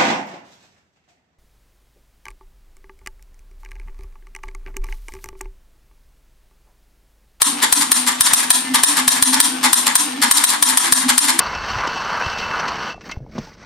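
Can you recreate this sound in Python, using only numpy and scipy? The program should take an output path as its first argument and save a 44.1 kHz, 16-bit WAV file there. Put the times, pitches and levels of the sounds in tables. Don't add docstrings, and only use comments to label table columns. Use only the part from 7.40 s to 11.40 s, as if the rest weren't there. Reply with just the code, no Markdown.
import sys
import numpy as np
from scipy import signal
from scipy.fft import rfft, irfft
from scipy.io import wavfile
from scipy.ndimage import uniform_filter1d

SR = 44100
rng = np.random.default_rng(int(sys.argv[2]) if len(sys.argv) > 2 else 0)


def dump_mix(stems):
    frames = np.atleast_2d(stems).T
    limited = np.clip(frames, -1, 1)
    pcm = np.round(limited * 32767).astype(np.int16)
    wavfile.write(sys.argv[1], SR, pcm)


N = 176400
T = np.arange(N) / SR

# landing time in seconds, level in dB, desk thump in dB.
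STROKES = [(.0180, -4, -28), (0.325, -4.5, -30), (0.5172, -4.5, -58), (0.8078, -5, -27), (.9340, -5.5, -25),
           (1.1040, -4, -46), (1.4345, -3, -28), (1.6784, -6.5, -26), (1.8244, -4.5, -26),
           (2.0016, -5, -46), (2.3305, -4, -21), (2.5540, -5, -42), (2.9118, -5.5, -39),
           (3.0386, -7.5, -37), (3.225, -5.5, -32), (3.3724, -9.5, -42), (3.523, -4.5, -23),
           (3.7792, -7, -49), (3.9908, -6, -35)]
# frequency in Hz, level in dB, time to fall 60 dB in seconds.
LIFTER_MODES = [(930, -29, 0.011), (1140, -21, 0.013), (3570, -18, .03), (3900, -41, 0.023),
                (6950, -43, .07), (8750, 6.5, 0.042), (8600, -21, 0.65), (9500, -37, 0.2),
                (9620, -1, 0.017), (12070, -8, 0.022)]
# frequency in Hz, relative spectral density in dB.
CRACK_SPECTRUM = [(50, -29), (300, -27.5), (550, -23.5), (850, -7.5), (1050, -5), (1300, -6), (1700, -8),
                  (2800, -13), (3400, -3.5), (4200, -4.5), (5300, -7), (6000, -10), (7400, -5.5),
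                  (8100, -7), (8900, 0), (9900, 0.5), (10900, -10), (11600, -4.5), (12900, -18),
                  (13800, -8.5), (14400, -28)]
DESK_SPECTRUM = [(20, -19), (45, -9), (110, 11), (220, 6.5), (600, -16), (3000, -84)]


def solenoids():
    travel_s, thump_fall_s = 0.0045, 0.0063
    rise_s, hold_s, crack_t60_s, crack_db = 0.0011, 0.0034, 0.042, 6.5
    blows, slide, thump = np.zeros((3, N))
    for start, db, thump_db in STROKES:
        blows[int(start * SR)] = from_db(db)
        gap = np.abs(T - start)
        slide += from_db(db - 12) * (T < start) * np.exp(-gap / travel_s)
        thump += from_db(thump_db) * (T > start - travel_s) * np.exp(-gap / thump_fall_s)
    t = T[:SR // 2]
    envelope = np.minimum(t / rise_s, 1) * from_db(crack_db - 60 * np.maximum(t - hold_s, 0) / crack_t60_s)
    alike = convolve(blows, envelope * rng.standard_normal((2, len(t))))
    fresh = (0.65 * convolve(blows, envelope) + slide) * rng.standard_normal((2, N))
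    snap = colour(alike + fresh, CRACK_SPECTRUM)
    for hz, db, t60 in LIFTER_MODES:
        strike_db = db - np.array([drift(9.6), drift(20)])
        snap += ring(blows * from_db(strike_db), hz, t60)
    desk = colour(thump * rng.standard_normal((2, N)), DESK_SPECTRUM)
    return room(snap) + desk


# start in seconds, length in seconds, frame level in dB, metal level in dB.
HOLDER_CLACKS = [(0.223, 0.022, -16.5, -13), (.367, .03, -39, -25), (0.407, 0.023, -21.5, -16),
                 (0.669, 0.022, -19.5, -14), (.705, 0.02, -30, -28), (0.86, 0.012, -19.5, -13),
                 (0.902, 0.024, -24, -41), (0.993, 0.012, -24.5, -17.5), (1.029, 0.011, -22, -20),
                 (1.343, 0.018, -16, -9.5), (1.381, 0.0095, -26, -34), (1.5, 0.04, -28.5, -29),
                 (1.565, 0.035, -19.5, -16.5), (1.715, 0.013, -32, -20), (1.748, 0.039, -24.5, -24.5),
                 (1.929, 0.021, -20, -13), (1.963, 0.042, -25, -35), (2.234, .03, -15, -12.5),
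                 (2.465, 0.014, -17.5, -11.5), (2.493, 0.026, -27, -40), (2.821, 0.022, -15, -11),
                 (2.969, 0.014, -24.5, -11.5), (2.997, 0.031, -27, -26), (3.09, 0.021, -27, -15.5),
                 (3.122, 0.025, -21.5, -23), (3.284, 0.024, -24, -16.5), (3.317, 0.021, -24.5, -30),
                 (3.432, 0.054, -23, -20.5), (3.606, .03, -25, -26), (3.688, 0.017, -15, -10.5),
                 (3.838, 0.015, -25.5, -19), (3.88, 0.024, -19.5, -13.5), (3.92, 0.027, -35.5, -43)]
# frequency in Hz, relative spectral density in dB.
FRAME_SPECTRUM = [(25, -35), (60, -64), (150, -15.5), (350, -13), (550, -19), (750, -13), (880, 3.5),
                  (1150, 1.5), (1350, -4.5), (1700, 1.5), (2100, -0.5), (2700, -12), (3600, -4.5),
                  (5000, -19), (7000, -11.5), (14000, -45)]
LOOSE_METAL_SPECTRUM = [(300, -37), (2500, -5.5), (4200, 3.5), (5500, 1), (6900, -5), (7380, 6.5),
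                        (7800, 3), (8600, 4), (9300, 7.5), (10600, -2), (11600, 0.5), (12600, -9),
                        (13800, -17), (14400, -12)]


def pen_holders():
    rise_s, frame_fall_s, metal_fall_s = 0.015, 0.018, 0.0044
    bounce_hz, bounce_db, loss_db_per_s = 92.6, 3, 87
    frame, metal = np.zeros((2, N))
    for start, length, frame_db, metal_db in HOLDER_CLACKS:
        age = T - start
        rise = np.clip(age / rise_s + .5, 0, 1)
        after_end = np.maximum(age - length, 0)
        bounce = np.cos(2 * np.pi * bounce_hz * rng.uniform(.8, 1.2) * (age - rise_s))
        rattle_db = metal_db + bounce_db * bounce - loss_db_per_s * np.maximum(age, 0)
        frame += from_db(frame_db) * rise * np.exp(-after_end / frame_fall_s)
        metal += from_db(rattle_db) * rise * np.exp(-after_end / metal_fall_s)
    knock = colour(frame * contacts(per_s=7000, spread_db=0.5), FRAME_SPECTRUM)
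    jingle = colour(metal * contacts(per_s=7000, spread_db=0.5), LOOSE_METAL_SPECTRUM)
    clink = from_db(-11.5) * jingle.std() * rms_one(ring(jingle, hz=7400, t60=0.024))
    return room(knock + jingle + clink)


# start in seconds, length in seconds, pitch in Hz, level in dB.
MOTOR_MOVES = [(0.057, 0.31, 246.6, -32.5), (0.065, 0.14, 288.5, -33.5), (0.366, 0.076, 288, -28),
               (.45, .09, 261, -35), (0.561, 0.13, 251, -29), (0.713, 0.095, 254, -30.5),
               (.96, 0.23, 257, -37), (1.175, 0.26, 256, -35), (1.297, 0.051, 259.2, -21),
               (1.354, 0.1, 255.7, -28), (1.467, 0.099, 288, -28), (1.567, 0.14, 257, -26),
               (1.73, 0.2, 258.5, -27.5), (1.872, .13, 258.2, -24), (1.96, 0.13, 286.5, -29.5),
               (2.06, 0.11, 258.2, -27.5), (2.1, .35, 331, -38.5), (2.173, 0.12, 255, -23.5),
               (2.362, 0.17, 248.2, -32), (2.595, 0.095, 297, -30.5), (2.68, 0.13, 254, -29),
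               (2.773, 0.039, 277.7, -20.5), (2.836, 0.062, 246, -27.5), (2.948, 0.11, 285.4, -32),
               (3.173, .1, 288, -34), (3.264, 0.11, 255.7, -30), (3.435, .1, 334, -34.5),
               (3.487, 0.13, 258, -28), (3.648, 0.033, 255, -17.5), (3.708, 0.067, 250, -26),
               (3.814, 0.072, 288, -28.5), (3.849, 0.12, 258, -30), (3.924, 0.1, 330, -31.5)]
GEAR_WHINES = [(.12, 0.27, 484, -46.5), (1.19, .15, 1773, -36.5), (1.22, 0.11, 2060, -38),
               (2.07, 0.19, 1527, -39), (2.08, 0.4, 480, -47.5), (2.62, 0.27, 1790, -40.5),
               (2.66, 0.11, 484, -46.5)]
# frequency in Hz, relative spectral density in dB.
HOUSING_SPECTRUM = [(25, -47), (60, -36), (125, -28.5), (165, -8), (205, -5), (255, 9), (290, 1.5),
                    (335, -5), (400, -21.5), (600, -25.5), (2000, -84)]


def steppers():
    drone_hz, step_hz, step_jitter = 167.7, 40.24, 0.0316
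    hum = tones(MOTOR_MOVES, wobble=0.0076) + tones(GEAR_WHINES, wobble=0.0019)
    hum *= from_db(3 * drift(60))
    hum_rms = np.sqrt(np.maximum(uniform_filter1d(hum ** 2, size=2000), 0))
    housing_drone = from_db(-23.5 + 3 * drift(27)) * hum_rms * np.sin(2 * np.pi * drone_hz * T)
    step_count = np.floor(np.cumsum(step_hz * (1 + step_jitter * drift(30))) / SR)
    steps = np.diff(step_count, prepend=0) * from_db([3 * drift(25), 3 * drift(25)])
    knocks = from_db(-38.5) * rms_one(colour(steps, HOUSING_SPECTRUM))
    mid_only = np.array([[1], [0]])
    return (hum + housing_drone) * mid_only + knocks


# frequency in Hz, relative spectral density in dB.
GEAR_SPECTRUM = [(400, -7.5), (600, -14.5), (800, 1.5), (1150, -1), (1900, -4), (2700, -2.5), (3300, -3.5),
                 (5000, -8), (7500, -14), (14000, -24)]


def gears():
    ticks = contacts(per_s=3000, spread_db=3.5) * from_db(-32 + 1.5 * drift(24.38))
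    bass_rolloff = [(40, -64), (130, -23)]
    return colour(ticks, bass_rolloff + list(GEAR_SPECTRUM))


# frequency in Hz, gain in dB.
ROOM_RESPONSE = [(40, -22), (200, -7.5), (1000, 1), (2000, 0), (3600, 1.5), (6000, 1.5), (9000, 1),
                 (11000, -3), (14000, -8.5)]


def room(x, wet_db=-9, t60=0.36, onset_s=0.016):
    t = T[:SR]
    build_up = 1 - np.exp(-(t / onset_s) ** 2)
    tail = rng.standard_normal((2, SR)) * from_db(-60 * t / t60) * build_up
    reflections = convolve(x[0], rms_one(tail) / np.sqrt(SR))
    return x + from_db(wet_db) * colour(reflections, ROOM_RESPONSE, keep_power=False)


def ring(x, hz, t60):
    radius, angle = from_db(-60 / (t60 * SR)), 2 * np.pi * hz / SR
    return signal.lfilter([0, np.sin(angle)], [1, -2 * radius * np.cos(angle), radius ** 2], x + 1e-18)


def tones(rows, wobble, ramp_s=.02):
    out = np.zeros(N)
    for start, length, hz, db in rows:
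        gate = np.clip(np.minimum(T - start, start + length - T) / ramp_s + .5, 0, 1)
        pitch = hz * (1 + wobble * drift(40))
        out += from_db(db) * gate * np.sin(2 * np.pi * np.cumsum(pitch) / SR)
    return out


def contacts(per_s, spread_db):
    sizes = from_db(spread_db * np.minimum(rng.exponential(1, N), 4))
    hits = rng.random(N) < per_s / SR
    return rms_one(sizes * hits * rng.choice([-1, 1], (2, N)))


def drift(per_s):
    knots = rng.standard_normal(4000)
    return np.interp(T * per_s, np.arange(len(knots)), knots)


def colour(x, points, keep_power=True):
    size = 2 ** 18
    hz, db = np.transpose(points)
    bin_hz = np.arange(size // 2 + 1) * SR / size
    gain = from_db(np.interp(np.log(bin_hz + 1), np.log(hz), db))
    cepstrum = irfft(np.log(rms_one(gain) if keep_power else gain))
    cepstrum[1:size // 2] *= 2
    cepstrum[size // 2 + 1:] = 0
    return irfft(rfft(x, size) * np.exp(rfft(cepstrum)))[..., :N]


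def convolve(x, response):
    return signal.fftconvolve(np.atleast_2d(x), np.atleast_2d(response), axes=1)[:, :N]


def from_db(db):
    return 10 ** (np.asarray(db) / 20)


def rms_one(x):
    return x / np.sqrt(np.mean(x ** 2) + 1e-20)


# frequency in Hz, gain of the side signal in dB.
SIDE_GAIN = [(60, -9), (130, -8), (260, -20.5), (420, 0), (650, 12.5), (1100, -10.5), (3000, -6.5),
             (9000, -9), (14000, -6.5)]
# frequency in Hz, left minus right in dB.
BALANCE = [(60, 13), (130, -2.5), (290, 0), (640, 3), (1400, 3), (3070, 3), (6740, -1), (14800, 14)]


def scene():
    mid, side = solenoids() + pen_holders() + steppers() + gears()
    side = colour(side, SIDE_GAIN, keep_power=False)
    left = colour(mid + side, [(hz, db / 2) for hz, db in BALANCE], keep_power=False)
    right = colour(mid - side, [(hz, -db / 2) for hz, db in BALANCE], keep_power=False)
    return np.array([left, right])


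def record(dry):
    threshold_db, attack_s, hold_s, release_db_per_s = 1.5, 0.0029, 0.0063, 393
    widen_db, widen_delay_s, widen_above_hz, cutoff_hz = -5, .01, 620, 15418
    excess_db = np.maximum(20 * np.log10(np.abs(dry).max(0) + 1e-9) - threshold_db, 0)
    duck_db = np.maximum.accumulate(excess_db + release_db_per_s * T) - release_db_per_s * T
    held_db = np.maximum(duck_db, np.interp(T - hold_s, T, duck_db, left=0))
    pole = np.exp(-1 / (attack_s * SR))
    limited = dry * from_db(-signal.lfilter([1 - pole], [1, -pole], held_db))
    highpass = signal.butter(2, widen_above_hz, "high", fs=SR, output="sos")
    treble = signal.sosfilt(highpass, np.clip(limited.mean(0), -1, 1))
    delayed = np.interp(T - widen_delay_s, T, treble, left=0)
    wide = limited + from_db(widen_db) * delayed * np.array([[1], [-1]])
    lowpass = signal.cheby2(16, 70, cutoff_hz, fs=SR, output="sos")
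    return signal.sosfilt(lowpass, np.clip(wide, -1, 1))


dry = scene()
out = record(dry)
dump_mix(out)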